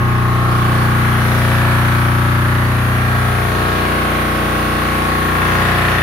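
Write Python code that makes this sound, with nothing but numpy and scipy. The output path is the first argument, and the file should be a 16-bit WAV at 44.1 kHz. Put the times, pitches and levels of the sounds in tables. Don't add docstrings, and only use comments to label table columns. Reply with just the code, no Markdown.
import sys
import numpy as np
from scipy import signal
from scipy.fft import rfft, irfft
from scipy.io import wavfile
from scipy.ndimage import uniform_filter1d, map_coordinates

SR = 44100
rng = np.random.default_rng(int(sys.argv[2]) if len(sys.argv) > 2 else 0)


def transcribe(signal):
    frames = np.atleast_2d(signal).T
    limited = np.clip(frames, -1, 1)
    pcm = np.round(limited * 32767).astype(np.int16)
    wavfile.write(sys.argv[1], SR, pcm)


def boost(x):
    u = np.asarray(x, float) / 20
    return 10 ** u


N = 265482

SHAFT_HZ = 29.962
TURN_SAMPLES = 4096

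# time_s, nearer_m, speed_m_per_s, firing_angle_turns,
# inverted_wave_share_order_4, inverted_wave_share_orders_5_6
WALK = [
    (0, 0, .4, .55, 1, 1.5),
    (.67, .5, .35, .53, .9, 1),
    (1.33, .8, .3, .5, .95, .85),
    (2, .97, .15, .5, 1, .85),
    (3.3, 1.08, .4, .48, 1, .65),
    (4, 1.05, .15, .47, .45, .25),
    (4.7, 1.03, .06, .47, .35, .25),
    (5.3, .9, .35, .42, .85, .3),
    (6.02, .7, .3, .34, 1.1, .35),
]
# time_s, inward_m, toward_engine_m
FLOOR_PATH = [(0.0, -0.31, -0.03), (0.4, -0.13, 0.02), (0.8, 0.35, 0.01), (1.2, 0.52, 0.07),
              (1.61, 0.62, -0.04), (2.01, 0.78, -0.01), (2.41, 0.78, -0.02), (2.81, 0.84, 0.08),
              (3.21, 0.87, 0.12), (3.61, 1.06, 0.38), (4.01, 1.07, 0.59), (4.41, 1.06, 0.61),
              (4.82, 1.05, 0.61), (5.22, 1.09, 0.55), (5.62, 1.26, 0.38), (6.02, 1.1, 0.38)]
# time_s, head_ping_db, left_minus_right_db, fan_hiss_db
FACING = [(0.0, -46, 1.5, -41), (0.37, -50, 2.5, -41), (0.6, -59, 1.5, -38), (1.47, -37.5, 3.5, -35),
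          (2.41, -39, 3.0, -37), (3.52, -34, 3.5, -37), (4.04, -50, 4.5, -37), (5.35, -29.5, 4.5, -36),
          (6.02, -22.5, 3, -37)]
# time_s, open_view_db, wall_side_db, sump_side_db
BLOCK_VIEW = [(0.0, -33.5, 8.5, 2), (0.35, -34.5, 11.5, 7.5), (0.71, -32, 11, 6.7), (1.06, -30.5, 9.5, 2.5),
              (1.42, -29, 5, 5.5), (1.77, -30, 10.5, 4), (2.12, -32, 12, 4), (2.48, -31.5, 10.7, 3),
              (2.83, -32.0, 8, 4), (3.19, -31, 7.5, 5.0), (3.54, -31.5, 8, 8.5), (3.9, -29, 8, 5),
              (4.25, -30, 5.5, 5), (4.6, -30, 8.5, 6.5), (4.96, -29.1, 8, 4), (5.31, -29.5, 9.7, 4),
              (5.67, -26, 6.5, 3), (6.02, -26, 5.5, 2)]
# centre_hz, open_view_share, wall_side_share, sump_side_share
BLOCK_PARTS = [
    (656, 1.1, -0.23, 0.9),
    (1120, 0.99, 1.04, -0.13),
    (1880, 0.83, -0.13, -0.54),
    (3800, 1.33, 0.25, 0.72),
]
STRONG_ORDERS = [
    [2, 3, 4, 5],
    [6, 7, 10, 12],
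    [8, 9, 11, 18],
    [36, 37, 38, 43],
    [14, 26, 54, 60],
    [13, 17, 22, 25, 27, 28, 32, 39, 40, 41, 42, 46, 47, 48, 49, 52, 53, 56, 59, 62],
]
# crest_db, inward_waves_per_m,
# toward_engine_waves_per_m, first_crest_waves, share_left_at_node
ORDER_NODES = [(-19.5, -0.044, 0.018, 0.25, 0.38), (-20, -0.053, 0.22, 0.37, 0.23),
               (-15, 0.01, 0.257, 0.409, 0.13), (-26, 0.431, 0.2, 0.17, 0.085),
               (-27, -0.427, 0.34, 0.03, 0), (-25, -0.473, 0.23, 0.3, 0.43),
               (-30.5, -0.08, 0.69, 0.3, 0.27), (-30.5, 0.018, 0.87, 0.39, 0.29),
               (-31, 0.307, 0.88, 0.3, 0.3), (-32, 0.223, 0.16, 0.065, 0),
               (-31.5, -0.484, 0.63, 0.45, 0.34), (-35, -1.485, 1.1, 0.075, 0.14),
               (-27.5, 0.228, 0.03, 0.43, 0), (-30, 0.5, 0.047, 0.082, 0.34),
               (-33, 0.034, 0.53, 0.5, 0.013), (-31, 0.714, 1.8, 0.47, 0.14),
               (-34, -0.11, 0.69, 0.14, 0.013), (-39, 0.23, 0.22, 0.39, 0.43),
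               (-33, -0.05, 1.8, 0.26, 0.65), (-37.5, -1.34, 0.5, 0.11, 0.052),
               (-36.5, -0.38, 1.44, 0.36, 0.41), (-38.5, 0.087, 1.29, 0.2, 0.17),
               (-39, -1.5, 0.88, 0.084, 0.44), (-37, -0.46, 1.68, 0.41, 0.33),
               (-39.5, 0.056, 0.44, 0.54, 0.1), (-37.5, -0.66, 0.49, 0.29, 0.64),
               (-37.0, -0.5, 0.03, 0.22, 0.29), (-34.3, -0.9, 0.31, 0.049, 0.22),
               (-37, -0.15, 0.66, 0.37, 0.33), (-30.5, -0.347, 0.14, 0.018, 0.18),
               (-41.5, 1.33, 0.79, 0.13, 0.33), (-38, -0.1, 1.92, 0.23, 0.74),
               (-37.3, -0.0058, 0.82, 0.21, 0.28), (-36, -0.76, -0.2, 0.46, 0.22),
               (-35, -0.56, 0.14, 0.3, 0.4), (-45, 0.29, 1.14, 0.09, 0.36),
               (-36.5, -0.47, 1.14, 0.35, 0.28), (-38, 0.48, 1.4, 0.19, 0.13),
               (-40.5, 1.87, 1.1, 0.23, 0.19), (-37, -0.023, 0.74, 0.17, 0.19)]
# time_s, angle_turns
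SKID_THUMP = [(0, .755), (.45, .755), (.8, .687), (2.5, .69), (3.1, .575), (4, .548), (4.4, .538),
              (5.2, .55), (6.02, .558)]
# time_s, width_s, swell_db, centre_hz, width_hz
CLOSE_PASSES = [
    (5.15, 0.42, 2.5, 1095, 45),
    (5.85, .3, 5, 1740, 200),
]
# frequency_hz, level_db
KNOCK_COLOUR = [(380, 3.5), (450, -4.5), (800, -2.5), (900, -3.5), (1050, -2), (1400, 2), (1800, -2),
                (2100, -6), (3000, -13.5), (3500, -14.5), (4500, -20), (6000, -54)]
# frequency_hz, width_hz, level_db
HEAD_RINGS = [(1620, 140, -3), (1820, 260, 0), (2450, 300, -7), (3500, 300, -14)]
# frequency_hz, width_hz, level_db
WALL_RINGS = [(1130, 260, 0), (1420, 200, -12)]
# frequency_hz, level_db (per Hz)
ROAR_COLOUR = [(26, -47), (45, -13), (69, -22), (210, -13), (310, -12), (361, -11), (438, -14), (804, -9),
               (896, -12), (1110, -4.5), (1210, -9.5), (1440, -6.5), (8000, -34), (10400, -38),
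               (17600, -120)]
# frequency_hz, level_db (per Hz)
FAN_COLOUR = [(3820, -4), (6500, -5), (7780, -14), (9550, 3.5), (10100, 2.5), (12600, 0.5), (15100, -3.5),
              (15900, -8.5)]
# frequency_hz, left_right_likeness (0 to 1)
EAR_LIKENESS = [(130, .99), (290, .94), (640, .5), (1410, .06), (3100, .02), (15000, 0)]


def engine(turns, times):
    order = np.arange(201)
    waves = standing_waves(times, order * SHAFT_HZ, grain=.4)
    return tones(turns, times, order, waves) + knock(turns, times, order, waves)


def tones(turns, times, order, waves):
    hz = order * SHAFT_HZ
    ears = boost(np.outer([.5, -.5], curves(FACING, times)[1]))[..., None]
    phase = order_phase(times, order, waves)

    view = boost(.25 * (order > 12) * block_db(times, hz))
    for s, width_s, swell_db, centre_hz, width_hz in CLOSE_PASSES:
        in_time = ((times[:, None] - s) / width_s) ** 2
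        in_pitch = ((hz - centre_hz) / width_hz) ** 2
        view = view * boost(swell_db * np.exp(-in_time - in_pitch))

    orders = np.zeros_like(waves)
    orders[..., 1:2] = boost(-50) * ears
    ends = np.cumsum([len(which) for which in STRONG_ORDERS[:-1]])
    gains = np.split(order_gain(times), ends, axis=1)
    looseness = (1.0, 0.39, 0.22, 0.78, 0.89, 0.61)
    for gain, which, loose in zip(gains, STRONG_ORDERS, looseness):
        sway = (waves[0] - waves[1])[:, which] * [[[loose]], [[-loose]]]
        orders[..., which] = gain * np.exp(2j * np.pi * phase[:, which]) * (ears + sway)
    return play(orders * view, turns)


def order_phase(times, order, waves):
    fourth, fifth = curves(WALK, times)[3:, :, None]
    flip = (order == 4) * fourth + np.isin(order, [5, 6]) * fifth + (order == 7)
    phase = -.07 + flip / 2 + (order > 12) * rng.random(len(order))

    low_ringing = .05 * order + .073 * (order - 37.7)
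    ringing = np.where(order < 50, low_ringing, .073 * (order - 60.7))
    in_step = (order > 30) & ~np.isin(order, [32, 41, 42, 46, 47, 48, 49])
    firing_angle = curves(WALK, times)[2][:, None]
    phase = np.where(in_step, -order * firing_angle - ringing, phase)

    thumping = (order > 7) & (order < 15)
    phase = np.where(thumping, .4 - order * curves(SKID_THUMP, times).T, phase)

    smear = np.where(order > 14, .2, (order > 7) * .28)
    smeared = ~np.isin(order, STRONG_ORDERS[3][:3])
    return phase + smear * smeared * waves.mean(axis=0).real


def order_gain(times):
    crest_db, inward, toward, first, leak = np.transpose(ORDER_NODES)
    place = curves(FLOOR_PATH, times).T @ np.array([inward, toward]) - first
    return boost(crest_db) * np.hypot(np.cos(2 * np.pi * place), leak)


def knock(turns, times, order, waves):
    hz = order * SHAFT_HZ
    free = (order > 12) & ~np.isin(order, np.concatenate(STRONG_ORDERS))
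    colour = unit(boost(along(KNOCK_COLOUR, hz)) * free) / np.sqrt(len(order))
    block = play(boost(-23.5 + block_db(times, hz)) * colour * waves, turns)
    block = block * firing(turns, depth_db=7.5, decay=1.0)

    scatter = rng.standard_normal((len(times), 3))
    angle = curves(WALK, times)[2] + .001 * scatter[:, 0]
    door_s, door_width_s, door_db, away_db = 0.4, 0.3, -41, -82
    at_door = np.exp(-((times - door_s) / door_width_s) ** 2)
    wall_db = away_db + (door_db - away_db) * at_door
    head = ping(HEAD_RINGS, curves(FACING, times)[0] + 1.2 * scatter[:, 1], order, angle)
    wall = ping(WALL_RINGS, wall_db + .8 * scatter[:, 2], order, angle + .05)
    ears = np.array([1.3 + .15 * waves[0], .7 + .15 * waves[1]])
    return block + play((head + wall) * ears, turns)


def ping(rings, level_db, order, angle):
    hz = order * SHAFT_HZ
    shape = 0
    for centre, width, db in rings:
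        resonance = 1j * hz * width / (centre * centre - hz * hz + 1j * hz * width)
        shape = shape + boost(db) * resonance ** 2
    struck = np.exp(-2j * np.pi * order * angle[:, None])
    return boost(level_db)[:, None] * unit(shape) / np.sqrt(len(order)) * struck


def roar(turns):
    ears = boost(np.array([[.7], [-.7]]))
    push = firing(turns, depth_db=3.5, decay=0.65)
    return boost(-25.0) * ears * push * rush(ROAR_COLOUR, patchy_db=2.0, follow=1.0)


def fan(turns):
    ears_db = np.array([[.4], [-.4]])
    level = boost(curves(FACING, np.arange(N) / SR)[2] + 3.0 + ears_db)
    throb = firing(turns + 0.2, depth_db=2.0, decay=.4)
    return level * throb * rush(FAN_COLOUR, patchy_db=1.0, follow=0.23)


def rush(spectrum, patchy_db, follow):
    hz, t, z = signal.stft(rng.standard_normal((2, N)), SR, nperseg=1024)
    patches = uniform_filter1d(rng.standard_normal(z.shape[1:]), 12, 0)
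    patches = unit(uniform_filter1d(patches, 10, 1))
    gain = boost(along(spectrum, hz)[:, None] + patchy_db * patches + follow * block_db(t, hz).T)
    noise = signal.istft(pair(*z, hz[:, None]) * gain, nperseg=1024)[1]
    return unit(noise[:, :N])


def firing(turns, depth_db, decay):
    since = (turns - curves(WALK, np.arange(N) / SR)[2]) % 1
    return unit(boost(depth_db * uniform_filter1d(np.exp(-since / decay), size=160)))


def shaft():
    t = np.arange(N) / SR
    turns = SHAFT_HZ * (t + curves(WALK, t)[0] / 343)
    return turns, np.interp(np.arange(int(turns[-1]) + 2), turns, t)


def play(orders, turns):
    cycles = irfft(orders, TURN_SAMPLES) * TURN_SAMPLES / np.sqrt(2)
    cycles = np.concatenate([cycles, cycles[..., :1]], axis=-1)
    where = [turns, turns % 1 * TURN_SAMPLES]
    return np.array([map_coordinates(c, where, order=1) for c in cycles])


def block_db(t, hz):
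    view = curves(BLOCK_VIEW, t).T - np.mean(BLOCK_VIEW, axis=0)[1:]
    centre_hz, *shares = np.transpose(BLOCK_PARTS)
    return view @ np.array([along(list(zip(centre_hz, share)), hz) for share in shares])


def standing_waves(times, hz, grain):
    walked_m = np.cumsum(curves(WALK, times)[1]) * np.mean(np.diff(times))
    place = np.minimum(walked_m[:, None] * hz / 343 / grain, 396)
    knots = rng.standard_normal((4, len(hz), 400))
    which = np.arange(len(hz)) + 0 * place
    a, b, c, d = (map_coordinates(k, [which, place]) for k in knots)
    return pair(unit(a + 1j * b), unit(c + 1j * d), hz)


def pair(a, b, hz):
    turn = np.arccos(np.clip(along(EAR_LIKENESS, hz), -1, 1)) / 2
    middle = np.cos(turn) * a
    side = np.sin(turn) * b
    return np.array([middle + side, middle - side])


def unit(x):
    return x / np.sqrt(np.mean(np.abs(x) ** 2) + 1e-20)


def along(points, hz):
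    f, v = np.transpose(points)
    return np.interp(np.log(hz + 1), np.log(f + 1), v)


def curves(rows, t):
    s, *cols = np.transpose(rows)
    return np.array([np.interp(t, s, c) for c in cols])


def scene():
    turns, times = shaft()
    return engine(turns, times) + roar(turns) + fan(turns)


def low_pass(x):
    return signal.sosfilt(signal.butter(12, 16040, fs=SR, output="sos"), x)


def record(dry):
    soft = dry / (1 + np.abs(dry / .95) ** 6) ** (1 / 6)
    top_hz = 15720
    band = irfft(rfft(soft) * (np.fft.rfftfreq(N, 1 / SR) < top_hz), N)
    return low_pass(band)


dry = scene()
out = record(dry)
transcribe(out)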